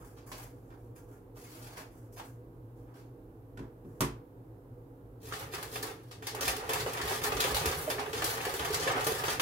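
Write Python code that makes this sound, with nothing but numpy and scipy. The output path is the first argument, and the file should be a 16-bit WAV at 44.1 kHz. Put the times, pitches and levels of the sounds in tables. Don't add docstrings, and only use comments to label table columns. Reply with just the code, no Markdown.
import sys
import numpy as np
from scipy import signal
from scipy.fft import rfft, irfft
from scipy.io import wavfile

SR = 44100
rng = np.random.default_rng(int(sys.argv[2]) if len(sys.argv) > 2 else 0)


def inscribe(sig):
    pcm = np.round(np.clip(np.atleast_2d(sig).T, -1, 1) * 32767)
    wavfile.write(sys.argv[1], SR, pcm.astype(np.int16))


N = 414981

# start_s, length_s, crackle_db, relative_treble_db, flap_db
SQUEEZES = [(5.22, .09, -55.5, 2, -64), (5.298, 0.11, -49, -10, -50.5), (5.377, 0.03, -48, 2, -47.5),
            (5.514, 0.044, -44, -3, -41.5), (5.59, 0.13, -51, -1.5, -66), (5.707, 0.033, -41.5, 0, -49.5),
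            (5.814, 0.052, -44, -2.5, -43.5), (6.098, 0.029, -53, -16, -63), (6.216, 0.044, -51, -5, -53),
            (6.257, 0.017, -40, -8, -42.5), (6.357, 0.04, -58, 0, -46.5), (6.411, 0.067, -37.5, -3, -39),
            (6.462, 0.029, -38, -2.5, -37), (6.566, 0.18, -49.5, -5, -43.5), (6.688, 0.046, -40, -3, -37),
            (6.731, 0.071, -39, -1.5, -40), (6.852, 0.13, -45, -4, -40), (7.018, 0.11, -41.5, -1.5, -38.5),
            (7.067, 0.098, -37.5, -2, -38), (7.223, 0.044, -35.5, 1, -36.5),
            (7.384, 0.13, -37.5, -2.5, -35), (7.536, 0.13, -37, -2.5, -39.5),
            (7.667, 0.066, -38.5, -1, -40.5), (7.737, 0.17, -43.5, 4, -44.5), (7.887, 0.036, -42, -7, -44),
            (7.97, 0.051, -50, -14, -39), (8.126, 0.077, -42.5, -6, -44.5), (8.231, 0.092, -34.5, 0, -35),
            (8.362, 0.11, -41, -3, -41), (8.46, 0.13, -42.5, 0, -43), (8.602, 0.096, -43.5, -5, -39.5),
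            (8.721, 0.015, -38.5, 0, -33), (8.799, 0.066, -39.5, -19, -35), (8.86, 0.053, -38, -15, -36),
            (8.948, .07, -41.5, -5, -37.5), (9.059, 0.054, -37, 1, -40.5), (9.108, 0.096, -41, -2, -39.5),
            (9.243, 0.087, -37.5, -4, -35), (9.39, .015, -28, 0, -40)]
# time_s, rustle_db, hollow_db, bump_db
SWAY = [(5.2, -71, -58.5, -59), (5.28, -50, -50.5, -53), (5.5, -55.5, -57, -53), (5.84, -51, -44.5, -59),
        (5.95, -64, -60.5, -53), (6.07, -65.5, -80, -76), (6.2, -67, -58, -66), (6.3, -66, -54, -60),
        (6.45, -54, -43.5, -47), (6.62, -60, -51, -60), (6.72, -49, -44.5, -44), (7.0, -62, -49, -50.5),
        (7.45, -42, -42, -44), (7.7, -53, -44.5, -44), (7.92, -56, -46, -53.5), (8.1, -49, -45.5, -49),
        (8.25, -48, -42.5, -51), (8.4, -54, -52, -51.5), (8.85, -46, -43, -44.5), (9.2, -42, -49, -49),
        (9.41, -58, -43, -47)]
def bag():
    start_s, length_s, crackle_db, treble_db, flap_db = np.transpose(SQUEEZES)
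    level, top, flap = (bursts(start_s, length_s, db, rise_s=0.01, fall_db_per_s=209)
                        for db in (crackle_db, crackle_db + treble_db, flap_db))
    held, rustle_db, hollow_db, _ = curves(SWAY)
    rustle = held * gain_of(rustle_db)
    paper = creases(np.hypot(level, rustle), np.hypot(top, rustle))
    pushes = crackle(per_s=1100, spread_db=2.85, clump_s=0.039, clump_db=1.57)
    flapping = walls(pushes * np.hypot(flap, rustle * gain_of(-2.5)))
    return paper + flapping + hollow(held * pushes * gain_of(hollow_db))

# frequency_hz, density_db
CREASE_SPECTRUM = [(880, -37.5), (1500, -3), (1670, -2.5), (2300, -6), (4420, -2), (7390, -5.5),
                   (8160, -9.5), (9010, -7), (12400, -9), (15200, -12), (16000, -12)]
def creases(level, top):
    clicks = crackle(per_s=2800, spread_db=2.8, clump_s=0.008, clump_db=1.8)
    return with_treble(colour(clicks, CREASE_SPECTRUM), top / level) * level * (0.57 + 0.5 * aftermath())

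# frequency_hz, density_db
WALL_SPECTRUM = [(320, -22.5), (550, -6.5), (603, -11), (762, -0.5), (1030, -6), (1200, -2.5), (1450, -8),
                 (1680, -7.5), (3000, -13), (3900, -24.5), (6600, -120)]
def walls(pushes):
    return colour(pushes * (0.83 + 0.16 * aftermath()), WALL_SPECTRUM)

# pitch_hz, bandwidth_hz, level_db
CAVITY_MODES = [(265, 38, -9.5), (338, 75, -8.5), (428, 36, -0.5), (482, 43, -4), (556.6, 37, -10.5)]
def hollow(puffs):
    return sum((-1) ** k * gain_of(db) * resonate(puffs, hz, width_hz)
               for k, (hz, width_hz, db) in enumerate(CAVITY_MODES))

# start_s, level_db, pitch_hz, relative_flap_db, relative_treble_db
SNAPS = [(5.217, -57, 9680, -11, 1), (5.231, -60, 5560, -6, -12), (5.2604, -54, 4080, -14, -12),
         (5.3244, -30, 2230, -7, -24), (5.336, -28.5, 2110, -6, -33), (5.5369, -30, 2480, -11, -24),
         (5.628, -35.5, 4600, 2, 3), (5.757, -27.5, 2820, -2.5, -10), (5.8276, -31.5, 4740, -17, 3),
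         (6.113, -37.5, 5130, -5, -11), (6.2242, -43, 2180, 4, -8), (6.269, -30, 5100, -10, -1.5),
         (6.349, -36.5, 12900, 2.5, 3), (6.4094, -23.5, 6450, -9, -4), (6.4534, -24, 3250, -21, -5),
         (6.4796, -16, 2520, -9.5, -6), (6.565, -28, 2880, -20, -6.5), (6.6924, -29, 3130, 2.5, -0.5),
         (6.734, -24.5, 2700, -5.5, -0.5), (6.8054, -23, 2020, -29, -14), (6.8624, -37.5, 2740, 9.5, -18),
         (6.9339, -34.5, 2440, -4, 2), (6.974, -30, 2840, -0.5, -25), (7.015, -20.5, 1970, -21, -21),
         (7.0754, -33, 5300, -9, -15), (7.216, -32, 2350, -3, -19), (7.2386, -25, 10200, -22, -0.5),
         (7.3201, -25, 2600, -1.5, -27), (7.3684, -21.5, 2120, -11.5, -22), (7.4041, -14, 3800, -17, -9),
         (7.4396, -17, 2090, -7, -26), (7.546, -19, 4250, -11, -7.5), (7.5664, -20.5, 4070, -8, -6),
         (7.6574, -19, 2400, -17, -5.5), (7.7238, -32.5, 2080, 3, -14), (7.9014, -23, 4930, -3, -11),
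         (7.91, -25.5, 2520, -18, -16), (7.9934, -29, 2570, -12, -20), (8.062, -42, 2860, 10.5, -18),
         (8.1304, -25, 2800, -9, -20), (8.1776, -25, 2170, -7, -23), (8.2207, -22, 2500, -2, -12),
         (8.2425, -21, 12800, -33, -2), (8.452, -27.5, 3100, -1, -3), (8.539, -29.5, 2050, -1, -2),
         (8.5951, -23.5, 3130, -5.5, -19), (8.6484, -25.5, 1970, -0.5, -7.5), (8.7031, -31, 2400, -13, -16),
         (8.7273, -26, 4760, -15, -13), (8.744, -15.5, 7700, -26, -12), (8.7987, -24, 6410, -21, -15),
         (8.8204, -31, 2000, -11, -17), (8.8747, -23, 2850, -1.5, -19), (9.008, -27, 2020, -17, -14),
         (9.0444, -27.5, 9010, -20, -1.5), (9.0673, -23.5, 4720, -2.5, -1.5), (9.2374, -31.5, 2560, 8, -17),
         (9.2532, -29, 2000, -6, -9), (9.2828, -20.5, 2060, -6, -20), (9.3974, -15.5, 2500, -5, -22)]
def snaps():
    body, top, kick = np.zeros((3, N))
    click = signal.unit_impulse(400)
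    for s, db, hz, flap_db, treble_db in SNAPS:
        add(body, s, gain_of(db + 11) * (click + 0.31 * resonate(click, hz, 0.25 * hz)))
        add(top, s, gain_of(db + treble_db + 27) * click)
        add(kick, s, gain_of(db + flap_db + 18.5) * click)
    return colour(crossover(body, top, 12700), CREASE_SPECTRUM) + colour(kick, WALL_SPECTRUM)

def aftermath(fade_s=0.03):
    t, start_s = np.arange(N) / SR, np.transpose(SNAPS)[0]
    latest_s = start_s[np.maximum(np.searchsorted(start_s, t) - 1, 0)]
    return np.exp(-abs(t - latest_s) / fade_s)

# start_s, level_db, pitch_hz
POPS = [(5.323, -22.5, 1300), (5.538, -29, 420), (6.347, -24.5, 854), (6.476, -23, 796),
        (6.628, -28.5, 487), (6.69, -23, 505), (6.863, -19.5, 475), (7.054, -28, 460), (7.116, -21, 444),
        (7.242, -24.5, 437), (7.287, -28, 444), (7.367, -23.5, 450), (7.447, -18, 487), (7.521, -23, 500),
        (7.566, -20, 814), (7.657, -19.5, 450), (7.877, -17.5, 600), (7.995, -19, 794), (8.286, -28, 482),
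        (8.467, -20, 486), (8.54, -22.5, 428), (8.594, -29, 470), (8.704, -21, 437), (8.805, -24, 450),
        (8.868, -16, 492), (8.969, -22.5, 730), (9.066, -17.5, 470), (9.118, -19, 460), (9.202, -25.5, 440),
        (9.239, -27, 425), (9.281, -20, 430)]
def pops():
    return booms(POPS, cycles=3.6, size=2000)

# start_s, level_db, pitch_hz
KNOCKS = [(5.329, -53, 119), (6.479, -39, 61.9), (6.798, -34, 116), (7.029, -34, 59.2),
          (7.329, -33.5, 53.5), (7.468, -34, 126), (7.509, -31, 56), (7.658, -26.5, 79), (8.27, -39, 109),
          (8.594, -33, 70.0), (8.719, -35, 87.5), (9.062, -35, 140), (9.279, -37, 143)]
def knocks():
    return 0.62 * booms(KNOCKS, cycles=2.16, size=9000)

# frequency_hz, density_db
BUMP_SPECTRUM = [(15, -45), (25, 12), (41, -12), (65, -2.5), (91, 0.5), (155, 1), (167, -0.5), (200, -42),
                 (260, -30), (440, -120)]
def bumps():
    held, _, _, bump_db = curves(SWAY)
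    contacts = crackle(per_s=300, spread_db=1.1, clump_s=0.0079, clump_db=0.3)
    return held * colour(contacts * gain_of(bump_db), BUMP_SPECTRUM, size=8192)

# start_s, level_db, pitch_hz, thud_db, relative_treble_db
TAPS = [(0.174, -52, 1150, -54, -9), (0.273, -65, 1080, -46, -11), (0.317, -34, 1050, -38, -15),
        (0.704, -53, 1260, -60, -22), (0.961, -54, 1110, -63, -10), (1.37, -50, 1140, -44, -13),
        (1.772, -37.5, 1870, -37, -20), (2.198, -32.5, 850, -47, -32), (2.268, -62, 832, -49, -11),
        (3.574, -41, 1500, -32.5, -18), (3.592, -41.5, 988, -26.5, -29), (3.847, -60, 888, -30, -20),
        (4.007, -19.5, 1090, -13.5, -3), (4.021, -21.5, 1050, -54, -27), (4.045, -35, 1050, -40, -4),
        (4.38, -72, 824, -43, -16)]
# frequency_hz, density_db
CONTACT_SPECTRUM = [(290, -26), (500, -2.5), (1210, -3.5), (1360, 1), (1530, -4), (2100, -3.5), (4030, -10),
                    (12900, -8.5), (16000, -14)]
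def taps():
    body, top, rings = np.zeros((3, N))
    click = signal.unit_impulse(800)
    for s, db, hz, _, treble_db in TAPS:
        add(body, s, gain_of(db + 12) * click)
        add(top, s, gain_of(db + treble_db + 22.5) * click)
        add(rings, s, gain_of(db + 14.5) * resonate(click, hz, 0.18 * hz))
    return colour(crossover(body, top, 3000), CONTACT_SPECTRUM), rings

# pitch_hz, level_db, t60_s
COUNTER_MODES = [(56, -4, 0.29), (124, -2.5, .25), (144.3, 2, 0.32), (195, 5.5, 0.088), (224.5, -3.5, 0.34),
                 (275.7, 0.5, 0.31), (338, -5.5, 0.4), (369.6, -1.5, 0.31), (438, -6.5, 0.36),
                 (539, -11, 0.2), (598, -18, .15), (1090, -10, 0.05)]
def counter():
    out, t = np.zeros(N), np.arange(SR // 2) / SR
    ring = sum(gain_of(db - 60 * t / t60) * np.sin(2 * np.pi * hz * t) for hz, db, t60 in COUNTER_MODES)
    ring = ring / abs(ring).max() * np.minimum(t / 0.0038, 1)
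    for s, _, _, thud_db, _ in TAPS:
        add(out, s, gain_of(thud_db) * ring)
    return out

# start_s, length_s, crackle_db, relative_treble_db, fold_db
RUSTLES = [(-0.04, 0.078, -72, 8.5, -60), (0.025, 0.096, -72, 8.5, -67), (0.146, 0.038, -65, -5, -63),
           (0.25, 0.076, -63.5, 10, -55.5), (0.3, 0.035, -49, -6, -57), (0.338, 0.092, -58.5, 5, -56.5),
           (0.498, 0.36, -84, 7.5, -79), (0.692, 0.028, -74, -6, -61), (0.941, 0.028, -66.5, 8.5, -61.5),
           (1.067, 0.07, -75, 8.5, -64.5), (1.34, 0.3, -58, 2.5, -60.5), (1.613, 0.13, -60.5, -0.5, -60),
           (1.746, 0.033, -51, 0.5, -49), (1.888, 0.14, -76, 8.5, -69.5), (2.107, 0.079, -67.5, 8.5, -75),
           (2.152, 0.032, -52.5, -1.5, -49), (2.232, 0.013, -69, 14.5, -76), (2.74, .07, -80, 6, -80),
           (2.85, .06, -84, 2, -65), (2.925, 0.068, -66.5, 0, -64), (3.564, .03, -72, -3, -57),
           (3.83, 0.19, -85, 10, -71.5)]
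# frequency_hz, density_db
FILM_SPECTRUM = [(1180, -40), (2000, 2), (3770, -3), (4450, 3), (7000, -1), (8330, -7), (12500, -7),
                 (15100, -12), (16000, -10)]
FOLD_SPECTRUM = [(350, -31), (600, -3), (875, -0.5), (1360, -5), (1650, -5.5), (2070, -19), (3000, -25.5),
                 (3900, -31), (6600, -120)]
def wrapper():
    clicks = crackle(per_s=2500, spread_db=3.2, clump_s=0.0017, clump_db=1.04)
    start_s, length_s, crackle_db, treble_db, fold_db = np.transpose(RUSTLES)
    level, top, folds = (bursts(start_s, length_s, db, rise_s=0.023, fall_db_per_s=217)
                         for db in (crackle_db, crackle_db + treble_db, fold_db))
    film = with_treble(colour(clicks, FILM_SPECTRUM), top / level)
    return level * film + folds * colour(clicks, FOLD_SPECTRUM)

# frequency_hz, correlation
ROOM_CORRELATION = [(60, 1), (100, 0.32), (180, 0.96), (310, 1), (550, 0.79), (950, -0.42), (1650, 0.25),
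                    (2860, -0.11), (4970, 0.081), (8640, 0.059), (15000, -0.2)]
# frequency_hz, left_over_right_db
ROOM_BALANCE = [(60, -6), (110, 0), (200, 0), (380, -1.5), (700, -5), (1290, -2), (2380, 1.0), (4400, 3.5),
                (8120, 2.5), (15000, 1)]
# frequency_hz, t60_s
ROOM_T60 = [(60, 0.12), (250, 0.37), (1000, 0.33), (4000, 0.27), (15000, 0.17)]
def kitchen(x, patterns=8, direct_db=-9, turn_s=0.03):
    out, turn = np.zeros((2, N)), np.arange(N) / SR / turn_s
    for k in range(patterns):
        echoes = np.zeros((2, SR // 2))
        slots = np.arange(60, SR // 2 - 12, 12)
        arrivals = slots + rng.integers(0, 12, (2, len(slots)))
        np.put_along_axis(echoes, arrivals, rng.choice([-1., 1.], arrivals.shape), 1)
        hz, t, (left, other) = signal.stft(echoes, SR, nperseg=256)
        hz = hz[:, None]
        right = correlated(left, other, read(ROOM_CORRELATION, hz))
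        tilt = gain_of(read(ROOM_BALANCE, hz) / 2)
        decay = gain_of(-60 * t / read(ROOM_T60, hz)) * (1 + 1.2 * np.exp(-t / 0.0072))
        response = signal.istft(np.array([left * tilt, right / tilt]) * decay, SR, nperseg=256)[1]
        response /= np.sqrt((response ** 2).sum(1).mean())
        response[[0, 1], [4 + 2 * k, 0]] += gain_of(direct_db)
        away = (turn - k) % patterns - 1
        crossfade = np.cos(np.pi / 2 * np.clip(away, -1, 1))
        out += signal.oaconvolve((x * crossfade)[None], response, axes=1)[:, :N]
    return out

# pitch_hz, bandwidth_hz, level_db
HUM_BANDS = [(119.2, 6.4, -69.5), (260, 52, -68), (322, 43, -67.5), (398, 76, -69.5), (481.3, 35, -68.5)]
# frequency_hz, density_db
AIR_SPECTRUM = [(21, -27), (35, -4.5), (54, -5.5), (75, -19), (97, -7.5), (117, 4), (141, -14),
                (184, -10.5), (205, -23.5), (282, -9.5), (352, -16), (484, -15), (541, -21.5), (800, -24),
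                (3000, -49), (3900, -90), (6600, -120)]
# frequency_hz, correlation
AIR_CORRELATION = [(60, 1), (130, 0.99), (290, 0.95), (640, 0.76), (1410, -0.41), (3100, -0.23),
                   (6820, -0.25), (15000, 1)]
# frequency_hz, left_over_right_db
AIR_BALANCE = [(60, -2.5), (180, 1.5), (550, -4.5), (1650, -4.5), (4970, 25), (15000, 4.5)]
def fridge(air_db=-51):
    noise = rng.standard_normal((2, N))
    left, other = rfft(noise)
    hz = np.fft.rfftfreq(N, 1 / SR)
    right = correlated(left, other, read(AIR_CORRELATION, hz)) / gain_of(read(AIR_BALANCE, hz))
    pair = irfft([left, right], N)
    out = gain_of(air_db) * shaped(pair, AIR_SPECTRUM)
    for pitch_hz, width_hz, db in HUM_BANDS:
        band = resonate(resonate(pair, pitch_hz, width_hz), pitch_hz, 3 * width_hz)
        out += gain_of(db) * band / band[0].std()
    return out

# frequency_hz, density_db
HISS_SPECTRUM = [(1180, -41), (2000, -5), (2130, -6), (2740, -5.5), (3810, -7), (4080, -8.5), (5880, -11),
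                 (9330, -8), (13600, -0.5), (16000, -7)]
def hiss(level_db=-75.5):
    return gain_of(level_db) * shaped(rng.standard_normal((2, N)), HISS_SPECTRUM)

def gain_of(db):
    return 10 ** (np.asarray(db) / 20)

def unit_rms(x):
    return x / np.sqrt(np.mean(x ** 2) + 1e-20)

def read(points, hz):
    table_hz, value = np.transpose(points)
    return np.interp(np.log(hz + 1), np.log(table_hz + 1), value)

def add(mix, start_s, sound):
    part = mix[round(start_s * SR):][:len(sound)]
    part += sound[:len(part)]

def correlated(a, b, correlation):
    return correlation * a + np.sqrt(1 - correlation ** 2) * b

def shaped(noise, points):
    return unit_rms(irfft(rfft(noise) * gain_of(read(points, np.fft.rfftfreq(N, 1 / SR))), N))

def colour(x, points, size=4096):
    hz = np.abs(np.fft.fftfreq(size, 1 / SR))
    db = read([(0, -90), *points, (SR / 2, -90)], hz)
    log_gain = np.log(gain_of(np.maximum(db, -90)))
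    response = np.fft.ifft(np.exp(log_gain - 1j * signal.hilbert(log_gain).imag)).real[:size // 2]
    return signal.oaconvolve(x, response / np.linalg.norm(response))[:len(x)]

def resonate(x, hz, width_hz):
    r = np.exp(-np.pi * width_hz / SR)
    return np.sqrt(1 - r) * signal.lfilter([1, 0, -1], [1, -2 * r * np.cos(2 * np.pi * hz / SR), r * r], x)

def with_treble(x, ratio, split_hz=9000):
    top = signal.sosfilt(signal.butter(2, split_hz, "high", fs=SR, output="sos"), x)
    return x + top * (ratio * x.std() / top.std() - 1)

def crossover(low, high, hz):
    return high + signal.sosfilt(signal.butter(1, hz, fs=SR, output="sos"), low - high)

def crackle(per_s, spread_db, clump_s, clump_db):
    clicks = (rng.random(N) < per_s / SR) * rng.standard_normal(N)
    sizes = np.minimum(rng.exponential(1, N), 4)
    clumps = unit_rms(signal.lfilter([1], [1, -np.exp(-1 / (clump_s * SR))], rng.standard_normal(N)))
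    return unit_rms(clicks * gain_of(spread_db * sizes + clump_db * clumps))

def booms(events, cycles, size):
    out, t = np.zeros(N), np.arange(size) / SR
    for s, db, hz in events:
        age = hz * t / cycles
        envelope = np.sqrt(4 * age) * np.exp(0.5 - 2 * age)
        add(out, s, gain_of(db) * envelope * np.sin(2 * np.pi * hz * t))
    return out

def curves(rows):
    time_s, *columns = np.transpose(rows)
    t = np.arange(N) / SR
    return (t >= time_s[0]) & (t <= time_s[-1]), *(np.interp(t, time_s, c) for c in columns)

def bursts(starts_s, lengths_s, levels_db, rise_s, fall_db_per_s):
    power, t = np.full(N, 1e-20), np.arange(SR // 2) / SR
    for s, length_s, db in zip(starts_s, lengths_s, levels_db):
        shape = np.minimum(t / rise_s, 1) ** 2 * gain_of(db - fall_db_per_s * np.maximum(t - length_s, 0))
        add(power, max(s, 0), shape[round(max(-s, 0) * SR):] ** 2)
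    return np.sqrt(power)

def scene():
    popping = pops()
    thuds = counter() + bumps() + knocks()
    ticks, rings = taps()
    handling = wrapper() + bag() + snaps() + ticks + 0.35 * popping + 0.86 * rings
    thuds_left = np.concatenate([np.zeros(10), thuds[:-10]])
    return kitchen(handling) + 0.24 * popping + 0.2 * rings + np.array([thuds_left, thuds]) + fridge()

def record(dry, low_hz=40, high_hz=15850):
    cut = signal.sosfilt(signal.butter(8, low_hz, "high", fs=SR, output="sos"), dry + hiss())
    return signal.oaconvolve(cut, signal.firwin(511, high_hz, window=("kaiser", 9), fs=SR)[None], "same")

dry = scene()
out = record(dry)
inscribe(out)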